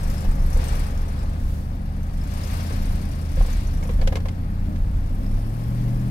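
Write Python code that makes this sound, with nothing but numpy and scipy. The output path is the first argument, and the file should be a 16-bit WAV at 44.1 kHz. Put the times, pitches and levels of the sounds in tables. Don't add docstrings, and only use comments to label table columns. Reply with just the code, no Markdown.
import sys
import numpy as np
from scipy import signal
from scipy.fft import rfft, irfft
from scipy.io import wavfile
from scipy.ndimage import uniform_filter1d

SR = 44100
rng = np.random.default_rng(int(sys.argv[2]) if len(sys.argv) > 2 else 0)


def generate_wav(sig):
    pcm = np.round(np.clip(np.atleast_2d(sig).T, -1, 1) * 32767).astype(np.int16)
    wavfile.write(sys.argv[1], SR, pcm)


N = 269010
TIME = np.arange(N) / SR
FREQS = np.fft.rfftfreq(N, 1 / SR)

# (time [s], firings per second [Hz])
FIRING_RATE = [(0.0, 75.7), (0.36, 74.5), (0.64, 71.2), (0.9, 71.9), (1.2, 76.9), (1.6, 76.6), (1.92, 74.8),
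               (2.68, 84.4), (3.16, 79.9), (3.42, 75.0), (3.96, 81.5), (4.2, 86.1), (4.42, 85.0),
               (4.98, 86.1), (5.72, 119.4), (6.1, 122.1)]
# (frequency [Hz], left minus right [dB])
WINDOW_SIDE = [(50, 1), (80, -0.3), (125, 1.5), (300, 2.5), (700, 3.5), (1300, 5), (2500, 6), (4500, 10.5),
               (7500, 10), (9500, 9), (12000, 2), (15000, 15.5)]
# (time [s], level [dB], hardness as extra treble [dB])
BUMP_KNOCKS = [(.247, -36, -24), (.563, -36, -13), (2.705, -35.5, -13), (3.371, -36, -12),
               (3.407, -29, -19), (3.448, -36, -17), (3.482, -37, -12), (3.826, -39.5, 2),
               (3.851, -40.5, -6), (3.891, -32, -9), (3.99, -37, -17), (4.014, -35, 1.5), (4.023, -38, -11),
               (4.073, -30, 7), (4.123, -30, -5), (4.155, -33.5, 7.5), (4.168, -37, 0), (4.202, -51.5, 10),
               (4.255, -34, -4.5), (4.284, -47, 15), (4.757, -58, 16)]


def amp(db):
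    return 10 ** (np.asarray(db) / 20)


def unit_level(x):
    return x / np.sqrt(np.mean(x ** 2) + 1e-20)


def over_time(rows):
    return np.interp(TIME, *np.transpose(rows))


def over_freqs(rows):
    hz, value = np.transpose(rows)
    return np.interp(np.log(FREQS + 1), np.log(hz + 1), value)


def noise():
    return rng.standard_normal((2, N))


def colour(x, spectrum):
    return unit_level(irfft(rfft(x) * amp(over_freqs(spectrum)), N))


def wander(rate_hz):
    hz = FREQS[FREQS < 3 * rate_hz]
    slow_part = rfft(rng.standard_normal(N))[:len(hz)]
    return unit_level(irfft(slow_part * np.exp(-(hz / rate_hz) ** 2), N))


def add(mix, start_s, sound):
    part = mix[:, round(start_s * SR):][:, :sound.shape[1]]
    part += sound[:, :part.shape[1]]


def swells(rows, floor_db=-120):
    t = TIME[::32]
    power = sum(amp(db) ** 2 * np.exp(-((t - peak_s) / half_s) ** 2) for peak_s, db, half_s in rows)
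    return np.sqrt(amp(floor_db) ** 2 + np.interp(TIME, t, power))


def revs():
    return np.log2(over_time(FIRING_RATE) / FIRING_RATE[0][1])


def throttle(smooth_s=0.41):
    climb = np.maximum(np.gradient(revs()) * SR, 0)
    return uniform_filter1d(climb, round(smooth_s * SR))


def in_cab(two_noises, spectrum):
    # (frequency [Hz], likeness [0 to 1])
    likeness = [(60, 1), (100, 0.99), (140, 1), (290, 0.88), (640, 0.51), (1400, 0.77), (3000, 0.086),
                (8000, 0.14)]
    first, second = rfft(two_noises) * amp(over_freqs(spectrum))
    alike = np.clip(over_freqs(likeness), -1, 1)
    mid, side = first * np.sqrt(1 + alike), second * np.sqrt(1 - alike)
    lean = amp(over_freqs(WINDOW_SIDE) / 2)
    pair = irfft(np.array([(mid + side) * lean, (mid - side) / lean]), N)
    return pair / np.std(pair.mean(0))


def exhaust_drone(firings, firing_waver_db=1.0, other_waver_db=2.0, slip_radians=0.15):
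    # (multiple of the eight-firing cycle [count], relative level [dB])
    tones = [(3, -12.5), (5, -16), (7, -16), (8, 1.5), (10, -12.5), (11, -9.5), (13, -12.5), (16, -9),
             (19, -15), (21, -18.5), (24, -19), (27, -21.5), (29, -19.5), (32, -36), (37, -25.5)]
    # (frequency [Hz], gain [dB])
    cab_response = [(40, 6.5), (72, 0.5), (80, 0.5), (125, 2.5), (150, 1), (168, 1.5), (184, -4), (197, 9),
                    (207, -2), (240, -7), (285, -4), (350, -4.5), (480, -16), (560, 2), (650, -12)]
    # (time [s], level [dB])
    loudness = [(0.3, -24.6), (1.0, -26.5), (2.2, -27), (4.2, -26.5), (5.3, -28.5), (5.9, -24)]
    dip_hz, dip_width_hz, dip_db = 95, 6.1, -2
    cab_db = over_freqs(cab_response) + dip_db * np.exp(-((FREQS - dip_hz) / dip_width_hz) ** 2)
    cycle_hz = over_time(FIRING_RATE) / 8
    out = np.zeros(N)
    for multiple, db in tones:
        is_firing_tone = multiple == 8
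        turns = multiple * firings / 8 + (0 if is_firing_tone else rng.random())
        waver_db = wander(5.7) * (firing_waver_db if is_firing_tone else other_waver_db)
        gain = amp(db + np.interp(multiple * cycle_hz, FREQS, cab_db) + waver_db)
        slip = 0 if is_firing_tone else slip_radians * wander(9.8)
        out += gain * np.cos(2 * np.pi * turns + slip)
    lean = amp(over_freqs(WINDOW_SIDE) / 2)
    pair = irfft(rfft(unit_level(out)) * np.array([lean, 1 / lean]), N)
    return pair * amp(over_time(loudness))


def exhaust_burble(firings, firing_hz, boost_db=7.5, steady=0.46, rise_s=0.0012, decay_s=0.0067):
    # (frequency [Hz], relative level [dB])
    spectrum = [(30, -35), (60, 9), (110, -2.5), (150, -2.5), (200, 0.5), (280, -4), (340, -15.5),
                (450, -20), (700, -19), (1500, -53)]
    # (peak time [s], level before the boost [dB], half-length [s])
    surges = [(0.28, -43, 0.11), (0.65, -47.5, 0.26), (2.8, -42.5, 0.34), (3.7, -45, 0.3),
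              (4.72, -37, 0.054), (5.21, -38, 0.03)]
    since_firing_s = firings % 1 / firing_hz
    puffs = steady + (1 - np.exp(-since_firing_s / rise_s)) * np.exp(-since_firing_s / decay_s)
    gain = swells(surges, floor_db=-43.5 + 1.5 * revs()) * amp(boost_db)
    return in_cab(noise() * puffs, spectrum) * gain


def air_buffet(evening_out=0.38, breeze_db=-27.5):
    # (frequency [Hz], relative level [dB])
    spectrum = [(8, -54), (18, -7), (23, -2.5), (29, 5.5), (42, -6), (52, -6), (70, -21.5), (130, -25.5),
                (400, -75)]
    # (peak time [s], level [dB], half-length [s])
    gusts = [(0.08, -21.5, 0.049), (0.3, -11.5, 0.019), (0.43, -17.5, 0.093), (0.57, -14.5, 0.022),
             (0.74, -18.5, 0.057), (1.15, -28.5, 0.18), (1.48, -21, 0.05), (2.89, -22.5, 0.097),
             (3.39, -13.5, 0.041), (3.55, -20, 0.046), (3.74, -24.5, 0.066), (4.0, -14.5, 0.068),
             (4.56, -32, 0.3), (4.84, -15.5, 0.028), (4.96, -15, 0.04), (5.17, -25, 0.067),
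             (5.35, -21.5, 0.019)]
    swing = signal.hilbert(colour(rng.standard_normal(N), spectrum))
    swing_size = np.sqrt(uniform_filter1d(abs(swing) ** 2, size=2500))
    return unit_level(swing.real / swing_size ** evening_out) * swells(gusts, breeze_db)


def parked_car_gain(source, direct_db, lag_s=0, spread=1, falloff=1.28):
    # (time alongside [s], half-length [s], chuff echo [dB], tyre echo [dB], engine echo [dB])
    parked_cars = [(0.1, 0.19, -47.5, -48, -42.5), (0.685, 0.18, -45, -44, -39),
                   (1.157, .15, -56.5, -51.5, -45.5), (2.533, 0.19, -46.5, -44, -44.5),
                   (2.88, 0.37, -52.5, -49, -48.5), (3.488, 0.17, -49.5, -46, -54),
                   (3.867, .12, -53.5, -57, -49)]
    column = ("chuffs", "tyres", "engine").index(source)
    t, power = TIME[::32], 0
    for alongside_s, half_s, *echo_db in parked_cars:
        distance = (t - lag_s - alongside_s) / (half_s * spread)
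        power = power + amp(echo_db[column]) ** 2 / (1 + distance ** 2 / 2) ** (2 * falloff)
    return np.sqrt(amp(direct_db) ** 2 + np.interp(TIME, t, power))


def leak_chuffs(firings, idle_db=-66.5, rise_s=0.0024, decay_s=0.0095, steady=0.17, patchy_db=5.0):
    # (place in the eight-firing cycle [firings], relative level [dB])
    cylinders = [(0, 0), (1, -8), (3, -1), (6, -4)]
    # (frequency [Hz], relative level [dB])
    spectrum = [(500, -15.5), (1200, 9.5), (2500, -2), (4000, -13), (5300, 5), (6500, 1.5), (7500, -0.5),
                (8500, 2.5), (10300, 2), (11800, 6.5), (13000, -2), (14300, -7), (16000, -14)]
    start_place = 0.62
    t = np.arange(3072) / SR
    shape = (1 - np.exp(-t / rise_s)) * np.exp(-t / decay_s)
    jets = steady * noise()
    for place, db in cylinders:
        cycle = np.floor((firings - place + start_place) / 8)
        for start in np.flatnonzero(np.diff(cycle)):
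            patches = unit_level(uniform_filter1d(rng.standard_normal(len(t) // 2 + 1), size=45))
            jet = irfft(rfft(rng.standard_normal((2, len(t)))) * amp(patchy_db * patches))
            add(jets, start / SR, unit_level(jet) * shape * amp(db))
    direct_db = idle_db + 10 * revs() + 5 * throttle()
    return in_cab(jets, spectrum) * parked_car_gain("chuffs", direct_db)


def tyre_swish(idle_db=-59, db_per_octave=6, flutter_db=1.0):
    # (frequency [Hz], relative level [dB])
    spectrum = [(500, -9), (1050, 0.5), (1400, 2), (1750, -1.5), (2250, 1), (3200, -5), (4800, -4.5),
                (6500, -15), (9000, -14), (11700, -37), (16000, -33)]
    swish = in_cab(noise() * amp(flutter_db * wander(27)), spectrum)
    return swish * parked_car_gain("tyres", idle_db + db_per_octave * revs(), lag_s=0.015, spread=0.94)


def engine_roar(firings, idle_db=-48, db_per_octave=3, throb=0.24):
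    # (frequency [Hz], relative level [dB])
    spectrum = [(150, -47), (350, -1), (450, 0.5), (550, 4), (650, -2), (780, 1), (980, -4), (1250, -3.5),
                (1700, -10.5), (2200, -15.5), (3200, -24.5), (6000, -42), (16000, -57)]
    roar = in_cab(noise() * (1 + throb * np.cos(2 * np.pi * firings)), spectrum)
    return roar * parked_car_gain("engine", idle_db + db_per_octave * revs(), lag_s=0.015, spread=1.16)


def intake_hiss(idle_db=-66, db_per_octave=12):
    # (frequency [Hz], relative level [dB])
    spectrum = [(1000, 0), (2500, 7.5), (5000, -3), (8000, -6), (10000, 0), (11700, 7), (14000, -2),
                (16000, -28)]
    return in_cab(noise(), spectrum) * amp(idle_db + db_per_octave * revs())


def squeaks(waver=0.022, right_db=-9):
    # (start [s], pitch [Hz], relative level [dB], length [s])
    chirps = [(0.16, 5320, -50, 0.05), (0.373, 5200, -57, 0.057), (0.666, 8300, -45, 0.036),
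              (0.741, 6200, -53, .018), (2.204, 5200, -51.5, 0.028), (2.606, 5400, -51, .018),
              (4.011, 4580, -42.5, 0.012)]
    out = np.zeros((2, N))
    for start_s, hz, db, length_s in chirps:
        count = round(length_s * SR)
        turns = np.cumsum(hz * (1 + waver * wander(300)[:count])) / SR
        chirp = amp(db) * np.hanning(count) * np.sin(2 * np.pi * turns)
        add(out, start_s, 2 * chirp * amp([[0], [right_db]]))
    return out


def trim_rattle(ring_db=-5, clatter_db=-2.5, snap_db=-2, clatter_fade_s=0.11, snap_fade_s=0.048,
                rise_s=0.0014, vary_db=2, detune=0.022, hard_hz=3000):
    # (pitch [Hz], relative level [dB], time to fade by 60 dB [s])
    panel_tones = [(453, -0.5, 0.17), (520, 12, 0.068), (754, 3, 0.052), (1054, 2, 0.054), (1677, 2, 0.051),
                   (2150, 4, 0.049), (2730, -22, 0.035), (3330, -5.5, 0.028)]
    # (frequency [Hz], relative level [dB])
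    clatter_spectrum = [(200, -5), (480, 5), (800, 10), (1400, -3.5), (2300, -5), (3500, -8.5), (6000, -26),
                        (16000, -48)]
    # (frequency [Hz], relative level [dB])
    snap_spectrum = [(800, -9), (2200, 6), (4200, 1), (6500, -3), (9000, -10.5), (12000, -12), (16000, -32)]
    out, t = np.zeros((2, N)), np.arange(SR // 5) / SR
    clatter_noise, snap_noise = colour(noise(), clatter_spectrum), colour(noise(), snap_spectrum)
    attack = 1 - np.exp(-t / rise_s)
    for start_s, db, treble_db in BUMP_KNOCKS:
        ring = 0
        for hz, tone_db, fade_s in panel_tones:
            struck_db = tone_db + treble_db * min(hz / hard_hz, 1) + vary_db * rng.standard_normal()
            turns = hz * (1 + detune * rng.standard_normal()) * t + rng.random()
            ear_shift = rng.random((2, 1)) * min(hz / 1500, 1)
            ring = ring + amp(struck_db - 60 * t / fade_s) * np.sin(2 * np.pi * (turns + ear_shift))
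        here = slice(round(start_s * SR), round(start_s * SR) + len(t))
        clatter = clatter_noise[:, here] * amp(clatter_db - 60 * t / clatter_fade_s)
        snap = snap_noise[:, here] * amp(snap_db + treble_db - 60 * t / snap_fade_s)
        add(out, start_s, amp(db) * attack * (amp(ring_db) * ring + clatter + snap))
    return out


def body_thuds(offset_db=-4, rise_s=0.011, fade_s=0.12, low_hz=140, high_hz=380):
    band = [(low_hz / 2, -30), (low_hz, 0), (high_hz, 0), (high_hz * 2, -30)]
    shake = colour(rng.standard_normal(N), band)
    power, t = np.zeros((1, N)), np.arange(0, fade_s, 1 / SR)
    shape = (1 - np.exp(-t / rise_s)) * amp(-60 * t / fade_s)
    for start_s, db, _ in BUMP_KNOCKS:
        add(power, start_s, (amp(db + offset_db) * shape[None]) ** 2)
    return shake * np.sqrt(power)


def hand_slide():
    # (frequency [Hz], relative level [dB])
    spectrum = [(2000, 0), (5000, 2), (8000, -1), (11500, 1), (15500, -4)]
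    # (peak time [s], level [dB], half-length [s])
    stroke = [(1.52, -51.5, .12)]
    return colour(noise(), spectrum) * swells(stroke)


def cab_echoes(pair, strength=0.43, count=20):
    delays_s = rng.uniform(0.001, 0.014, (2, count))
    taps = np.array([np.bincount((ear * SR).astype(int), minlength=N) for ear in delays_s])
    echoes = rfft(taps / np.sqrt(count))
    share = strength * FREQS / (FREQS + 700)
    return irfft(rfft(pair) * (1 + share * echoes) / np.sqrt(1 + share ** 2), N)


def scene():
    # (frequency [Hz], phase lag [radians])
    right_lag = [(5, 0), (30, .1), (80, .12), (130, .24), (340, .6), (600, 1.3), (1200, 3), (1900, 5.2),
                 (4000, 11), (8000, 21)]
    firing_hz = over_time(FIRING_RATE)
    firings = np.cumsum(firing_hz) / SR
    deep = exhaust_drone(firings) + exhaust_burble(firings, firing_hz) + air_buffet()
    bright = leak_chuffs(firings) + tyre_swish() + engine_roar(firings) + intake_hiss() + hand_slide()
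    left, right = deep + cab_echoes(bright)
    right = irfft(rfft(right) * np.exp(-1j * over_freqs(right_lag)), N)
    return np.array([left, right]) + squeaks() + trim_rattle() + body_thuds()


def record(dry, cutoff_hz=15800):
    low_pass = signal.firwin(511, cutoff_hz, window=("kaiser", 9), fs=SR)
    return signal.oaconvolve(dry, low_pass[None], "same")


dry = scene()
out = record(dry)
generate_wav(out)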